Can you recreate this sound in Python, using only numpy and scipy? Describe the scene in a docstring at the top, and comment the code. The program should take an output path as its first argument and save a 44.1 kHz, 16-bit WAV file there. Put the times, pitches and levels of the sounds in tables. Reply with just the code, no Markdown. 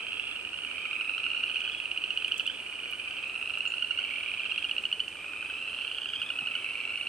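"""Chorus frogs call from a woodland pool throughout, each trill a run of vocal-sac pulses, mostly rising.
A few are near, dozens blur among the trunks; under them the air hushes and a camera's electronics whine.
As the camera turns slowly right, the pool slides leftwards. From 1.6 s to 5.1 s dry leaves tick now and
then; a bird chips once at 3.7 s, and a soft bump lands close by at 6.4 s."""
import sys
import numpy as np
from scipy import signal
from scipy.io import wavfile
from scipy.ndimage import map_coordinates

SR = 44100
rng = np.random.default_rng(int(sys.argv[2]) if len(sys.argv) > 2 else 0)


def wav_out(sig):
    """Save sig, one row per channel (or a flat mono array), as 16-bit PCM at SR to the path in sys.argv[1]."""
    wavfile.write(sys.argv[1], SR, np.round(np.clip(np.atleast_2d(sig).T, -1, 1) * 32767).astype(np.int16))


N = 312228
TIME = np.arange(N) / SR

# Near trills: start t/s, end t/s, pulse count, first and last gap/climax gap, climax level/dB,
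# swell to the climax/dB, fade after it/dB, first f/Hz, last f/Hz, woody fundamental level/dB re climax
# or whichever pulse carries it, last pulse length/ms
NEAR_TRILLS = [(.008, .270, 5, .90, 1.07, -22.5, 1, 7, 2620, 2750, -23, 5),
               (.121, .637, 7, .84, 1.03, -26.5, -1, 2, 2880, 2870, -17, 3.8),
               (.171, .474, 5, .85, 1.0, -27, 0, 2, 2680, 2540, -17, 4),
               (.532, 1.349, 12, .66, .97, -20.5, 7, 2, 2700, 2830, -14.5, 4.4),
               (.861, 1.560, 12, .735, 1.15, -23, 3, 1.5, 2440, 2600, -27, 4),
               (.913, 1.569, 13, .70, 1.08, -21.5, 4, 1.5, 2540, 2860, -30, 4.6),
               (1.182, 1.438, 5, .89, 1.04, -22, -3, -1, 2820, 2820, -25, 4.4),
               (1.438, 1.678, 5, 1.0, .98, -25, -2, -1, 2820, 3020, -14, 4.4),
               (1.564, 2.477, 16, .60, 1.126, -16, 7.5, .6, 2620, 3010, -31, 3.5),
               (1.965, 2.465, 10, .756, .985, -23, 8, 0, 2580, 2740, -23, 4.9),
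               (2.224, 2.500, 4, 1.0, 1.0, -27.5, -4, -3, 2700, 3080, -13, 5.2),
               (2.602, 3.077, 8, .89, 1.13, -26.3, 2, -.5, 2440, 2470, -24, 4.6),
               (2.659, 2.935, 4, .81, 1.01, -25.5, 7, -.5, 2810, 2920, -16, 3.5),
               (3.186, 3.990, 12, .617, .93, -20.5, 5, -1.5, 2620, 2900, -16, 5.5),
               (3.191, 3.809, 11, .757, .97, -22.5, 3, 6, 2620, 2830, -26, 4.5),
               (3.414, 4.041, 12, .673, .98, -21, 6, 3, 2640, 2850, -27, 5.2),
               (4.010, 5.004, 18, .59, 1.11, -17.8, 9, -2, 2540, 2980, -27, 4.2),
               (4.109, 5.081, 16, .68, 1.17, -21, 4, 1.5, 2380, 2790, -26, 2.5),
               (4.245, 4.651, 8, .823, 1.08, -20.3, 7, 2.5, 2610, 2780, -18, 4.1),
               (5.155, 5.500, 5, .97, .77, -33.5, 0, 1, 2800, 3080, -4.5, 5.4),
               (5.409, 6.229, 14, .71, .97, -23.3, 6, 2.5, 2540, 3060, -24, 3.8),
               (5.678, 6.554, 13, .61, .93, -20, 6, 1, 2700, 2920, -15.5, 5.5),
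               (6.364, 6.565, 5, .88, .99, -26.5, 2, 3, 2680, 2680, -27, 4.9),
               (6.663, 7.070, 9, .863, 1.09, -21, 5, -.5, 2560, 2720, -23, 3.3)]
# Trills from across the pool: start t/s, end t/s, first f/Hz, last f/Hz, relative level/dB
FAR_TRILLS = [(-.8, .33, 2440, 3370, -40.5), (-.5, .95, 2476, 3110, -38), (-.2, 1.3, 2380, 2540, -49),
              (.65, 1.8, 2364, 3330, -38), (.65, 1.85, 2480, 2985, -38.5), (1.2, 2.55, 2486, 2665, -39.5),
              (1.75, 2.56, 2900, 3370, -42), (2.5, 3.25, 2840, 3090, -39.5), (2, 3.3, 2510, 2400, -46),
              (3, 4.2, 2480, 2840, -40.5), (3.0, 4.2, 2664, 3104, -38.5), (3.92, 4.9, 2326, 2630, -41),
              (3.92, 4.72, 2700, 3320, -38), (5.17, 6.3, 2440, 3330, -37.5), (5.2, 5.95, 2490, 2730, -40.5),
              (5.5, 6.3, 2970, 3380, -40), (6.15, 7.3, 2520, 3015, -36.5), (6.5, 6.9, 3100, 2710, -40.5),
              (6.5, 7.4, 2310, 2380, -42.5)]
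# A near frog's sac tone and overtones: f/sac pitch, level/dB, pan/dB (left minus right)
NEAR_PARTIALS = [(1, -0.5, -4.5), (1.5, -25, 3), (2, -33.5, 2)]
# A far frog's voice, fundamental included: f/sac pitch, level/dB, pan/dB
FAR_VOICE = [(.5, -19, -2), (1, 0, -3), (1.5, -21.5, 6), (2, -28, 0.5)]
# Ticks of dry leaves and twigs: t/s, peak level/dB, nominal f/Hz
LEAF_TICKS = [(1.6067, -40, 7500), (2.279, -37.5, 9450), (2.377, -35, 8500), (2.381, -30, 8060),
              (2.467, -34, 8500), (2.9108, -36.5, 11600), (3.278, -41, 8100), (3.5845, -38, 8970),
              (4.8254, -42, 7440), (5.0857, -36.5, 7540)]
# Tone colour of still woodland air: f/Hz, relative density level/dB
AIR_SPECTRUM = [(25, -9), (50, -4.5), (85, 2), (145, -10), (220, -0.5), (320, 2), (600, -1), (1000, -4),
                (2000, -1.5), (3800, -10), (5000, -18), (7500, -14.5), (10500, -19.5), (15500, -34.5)]
# Stereo image of the air: f/Hz, left-right correlation
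AIR_LIKENESS = [(50, 0.87), (300, 0.91), (800, 0.78), (2000, 0.41), (5000, 0.06), (14000, 0.042)]


def near_frogs(db=0.02, early_db=-10, late_db=-14):
    """The lead voices at the near edge of the pool, with a ground slap and a tail off the trunks."""
    calls = from_db(db) * voiced([pulse for row in NEAR_TRILLS for pulse in near_trill(row)])
    return calls + from_db(early_db) * woods(calls, t60=.07) + from_db(late_db) * woods(calls, t60=1.0)


def near_trill(row, uneven_db=.38, detune=.0064, first_ms=2.302):
    """One frog on one spot: as it strains, its pulses lengthen and mostly slow, swell and climb."""
    start, end, count, first_gap, last_gap, peak_db, swell_db, fade_db = row[:8]
    first_hz, last_hz, knock_db, last_ms = row[8:]
    gaps = arc(first_gap, 1, last_gap, count - 1)
    times = start + (end - start) * np.cumsum([0, *gaps]) / gaps.sum()
    levels = peak_db - arc(swell_db, 0, fade_db, count)
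    pan_db, bearing = rng.normal(.3, 1.0), rng.normal(.29, .69)
    partials = [(.5, knock_db, -.5), *NEAR_PARTIALS]  # woody knock an octave under the sac tone
    pulses = []
    for s, db, effort in zip(times, levels, np.linspace(0, 1, count)):
        loud, pitch = rng.standard_normal(2)
        hz = (first_hz + (last_hz - first_hz) * effort) * (1 + detune * pitch)
        length_ms = first_ms + (last_ms - first_ms) * effort ** 2
        pulses.append((s, db + uneven_db * loud, hz, length_ms, pan_db, bearing, partials))
    return pulses


def arc(first, climax, last, count):
    """A trill's contour, with its climax three quarters of the way through."""
    return np.interp(np.linspace(0, 1, count), [0, .75, 1], [first, climax, last])


def voiced(pulses, skew=2.2, sag=.012):
    """Puffs through the larynx: at each the sac rings up and dies, its pitch sagging with the pressure."""
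    out = np.zeros((2, N))
    for s, db, hz, length_ms, pan_db, bearing, partials in pulses:
        rise_s = max(length_ms, 2) / 1000 * np.sqrt(skew / (8 * np.log(2)))
        age = np.arange(int(rise_s * SR * 5)) / (rise_s * SR)  # 1 at the crest
        swell = (age * np.exp(1 - age)) ** skew
        phase = 2 * np.pi * (np.cumsum(hz * (1 - sag * (age - 1))) / SR + rng.random())
        phase = phase + np.array([[bearing], [-bearing]]) / 2  # the wave meets one mic first
        tone = 0
        for k, level, side_db in partials:
            envelope = from_db(level) * swell ** max(k ** 2, 1)  # overtones rasp only at the crest
            tone = tone + envelope * np.sin(k * phase) * panned(pan_db + side_db)
        add(out, s - rise_s, from_db(db) * tone)
    return out


def far_frogs(count=2, gain_db=6.5, edge_db=-6, wet_db=-.54):
    """Neighbours set each other off and trill together, each smeared by its own path through the trees."""
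    out = 0
    for _ in range(count):
        pulses = []
        for start, end, first_hz, last_hz, trill_db in FAR_TRILLS:
            for s, db, *voice in far_trill(start, end, first_hz, last_hz):
                at_edge = (2 * (s - start) / (end - start) - 1) ** 4  # fades both ends of the call
                pulses.append((s, db + trill_db + gain_db + edge_db * at_edge, *voice))
        calls = voiced(pulses)
        echoes = band(woods(calls, t60=.38), low_hz=900, high_hz=4200)
        out = out + calls + from_db(wet_db) * echoes
    return out


def far_trill(start, end, first_hz, last_hz, first_gap_s=.03, last_gap_s=.058, uneven_db=1.5,
              detune=.012, strain_db=7):
    """Pulses of one far call: they glide in pitch, brighten and slow down as the frog strains."""
    s = start + first_gap_s * rng.random()
    bearing = .74 * rng.standard_normal()
    pace = np.exp(.12 * rng.standard_normal())
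    pulses = []
    for gap, loud, pitch, stretch in rng.standard_normal((70, 4)):
        effort = (s - start) / (end - start)
        if effort > 1:
            break
        hz = (first_hz + (last_hz - first_hz) * effort ** 1.255) * (1 + detune * pitch)
        length_ms = 3.6 * np.exp(.2 * stretch)
        bright_db = strain_db * (effort - .5)
        partials = [(k, db + bright_db * (k > 1), side_db) for k, db, side_db in FAR_VOICE]
        pulses.append((s, uneven_db * loud, hz, length_ms, 0, bearing, partials))
        s += pace * (first_gap_s + (last_gap_s - first_gap_s) * effort) * (1 + .04 * gap)
    return pulses


def distant_chorus(count=26, db=-45, call_s=1.1, direct_db=-1):
    """The rest of the pool: an unbroken bed of overlapping trills, more echo than direct sound."""
    pulses = []
    for s in np.linspace(-call_s, N / SR, count):
        pulses += far_trill(s, s + call_s, first_hz=2400, last_hz=3200)
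    calls = voiced(pulses)
    return from_db(db) * rms_one(from_db(direct_db) * calls + woods(calls, t60=1.0))


def turning(x):
    """As the camera turns, the pool slides leftwards: the right mic hears it ever later and softer."""
    lag_samples = np.linspace(-1.9, 1.0, N)
    pan_db = np.linspace(-1.8, .1, N)
    tilt = from_db(pan_db / 2)
    right = map_coordinates(x[1], [np.arange(N) - lag_samples], order=3, mode="nearest")
    return np.array([x[0] * tilt, right / tilt])


def bird(s=3.675, db=-44, first_hz=7600, last_hz=6900, length_s=.011, echo_db=-5):
    """One thin falling chip and its echoes."""
    age = np.linspace(0, 1, int(length_s * SR))
    hz = last_hz + (first_hz - last_hz) * (1 - age) ** 2
    envelope = from_db(db) * np.sqrt(np.abs(np.sin(np.pi * age)))
    out = np.zeros((2, N))
    add(out, s, envelope * np.sin(2 * np.pi * np.cumsum(hz) / SR) * panned(3.8))
    return out + from_db(echo_db) * woods(out, t60=.27)


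def leaves(t60=.012, echo_db=-9):
    """Dry leaves and twigs snap in short, bright, wide ticks."""
    out, t = np.zeros((2, N)), np.arange(SR // 20) / SR
    for s, db, hz in LEAF_TICKS:
        noise = rng.standard_normal(len(t)) + 3.1 * rng.standard_normal((2, len(t)))
        snap = band(noise * from_db(-60 * t / t60), hz / 1.25, hz * 1.08, order=1)
        add(out, s, from_db(db) * snap / np.abs(snap).max() * panned(-1.4))
    return out + from_db(echo_db) * woods(out, t60=.17)


def bump(s=6.415, t60=.071):
    """A soft, dull bump close by: a low thud with a midrange knock."""
    out, t = np.zeros((2, N)), np.arange(SR // 5) / SR
    for low_hz, high_hz, db in [(140, 210, -47), (700, 950, -46)]:
        thud = band(rng.standard_normal(len(t)) * from_db(-60 * t / t60), low_hz, high_hz)
        add(out, s, from_db(db) * thud / np.abs(thud).max() * panned(0))
    return out


def woods(x, t60, alike=.78, lumpy_db=2.5):
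    """Trunks and wet ground scatter a dying shower of uneven echoes, as strong as the dry sound."""
    t = np.arange(SR) / SR
    mid, side = rng.standard_normal((2, SR))
    trunks = np.repeat(from_db(lumpy_db * rng.standard_normal(SR // 100 + 1)), 100)[:SR]
    echoes = widened(mid, side, alike) * trunks * from_db(-60 * t / t60) * (t > .003)
    lead = SR // 2  # pre-roll, so the tail is already ringing at the start
    padded = np.pad(x, ((0, 0), (lead, 0)), "reflect")
    wet = signal.fftconvolve(padded, echoes, axes=1)[:, lead:lead + N]
    return rms_one(wet) * x.std()


def air(db=-51):
    """A soft, even hush, centred in the bass and wide in the treble."""
    edges_hz = 20 * 2 ** np.arange(0, 10.1, .5)  # half octaves
    white = rng.standard_normal((2, 2, N))
    out = 0
    for k, (low, high) in enumerate(zip(edges_hz, edges_hz[1:])):
        mid, side = band(white[k % 2], low, high)
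        hz = np.sqrt(low * high)
        out = out + from_db(at_hz(AIR_SPECTRUM, hz)) * widened(mid, side, at_hz(AIR_LIKENESS, hz))
    return from_db(db) * rms_one(out)


def frame_whine(hz=8264, db=-64, frame_hz=30, jolt_db=7, jolt_s=.00044, jolt_cycles=.535):
    """The camera's electronics hold a thin tone, jolted up in pitch and level at every frame."""
    jolt = np.exp(-.5 * ((TIME % (1 / frame_hz) - .018) / jolt_s) ** 2)
    slip = np.cumsum(jolt) / jolt.mean() / SR * frame_hz * jolt_cycles
    tone = np.sqrt(2) * np.sin(2 * np.pi * (hz * TIME + slip))
    return tone * from_db(db + jolt_db * jolt) * panned(-5)


def stepping_whine(low_hz=9270, high_hz=9540, waver_hz=50, db=-71.5, step_db=5.5, period_s=.4):
    """A second electronic tone flips unevenly between two wavering pitches, gradually staying up longer."""
    cycles = (TIME - .25) / period_s + .073 * drift(3)
    bias = np.linspace(-.17, .45, N) + .23 * drift(3)
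    raised = .5 + .5 * np.tanh(4.5 * (np.cos(2 * np.pi * cycles) + bias))  # soft switch, 0 to 1
    waver = waver_hz * (drift(150) + drift(18)) / np.sqrt(2)
    hz = low_hz + (high_hz - low_hz) * raised + waver
    tone = np.sqrt(2) * np.sin(2 * np.pi * np.cumsum(hz) / SR)
    return tone * from_db(db + step_db * raised + 1.7 * drift(60)) * panned(-8)


def from_db(db):
    """Decibels to gain."""
    return 10 ** (np.asarray(db) / 20)


def rms_one(x):
    """Scale to unit power."""
    return x / np.sqrt(np.mean(x ** 2) + 1e-20)


def at_hz(points, hz):
    """Read a curve on a log-frequency axis."""
    f, value = np.transpose(points)
    return np.interp(np.log(hz), np.log(f), value)


def band(x, low_hz, high_hz, order=2):
    """Butterworth band-pass."""
    edges_hz = [low_hz, min(high_hz, SR * .45)]
    return signal.sosfilt(signal.butter(order, edges_hz, "band", fs=SR, output="sos"), x)


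def drift(rate_hz):
    """Smooth random modulation of unit power."""
    knots = rng.standard_normal(int(N / SR * rate_hz) + 4)
    return rms_one(map_coordinates(knots, [TIME * rate_hz], order=3, mode="nearest"))


def panned(pan_db):
    """Left and right gains; positive leans left."""
    gains = from_db(np.array([[pan_db], [-pan_db]]) / 2)
    return gains / gains.mean()


def widened(mid, side, alike):
    """Stereo from two noises: alike is 1 for mono, 0 for fully wide."""
    return np.sqrt(1 + alike) * mid + np.sqrt(1 - alike) * side * [[1], [-1]]


def add(out, s, sound):
    """Mix a stereo sound in at s seconds."""
    at = round(s * SR)
    first, last = max(at, 0), min(at + sound.shape[-1], N)
    if last > first:
        out[:, first:last] += sound[:, first - at:last - at]


def scene():
    """Three depths of frogs, then bird, leaves and bump, over the air and the camera's whine."""
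    frogs = turning(near_frogs() + far_frogs() + distant_chorus())
    return frogs + bird() + leaves() + bump() + air() + frame_whine() + stepping_whine()


def record(dry):
    """A steep high cut at 15.8 kHz."""
    return signal.sosfilt(signal.ellip(10, .1, 80, 15800, fs=SR, output="sos"), dry)


dry = scene()
out = record(dry)
wav_out(out)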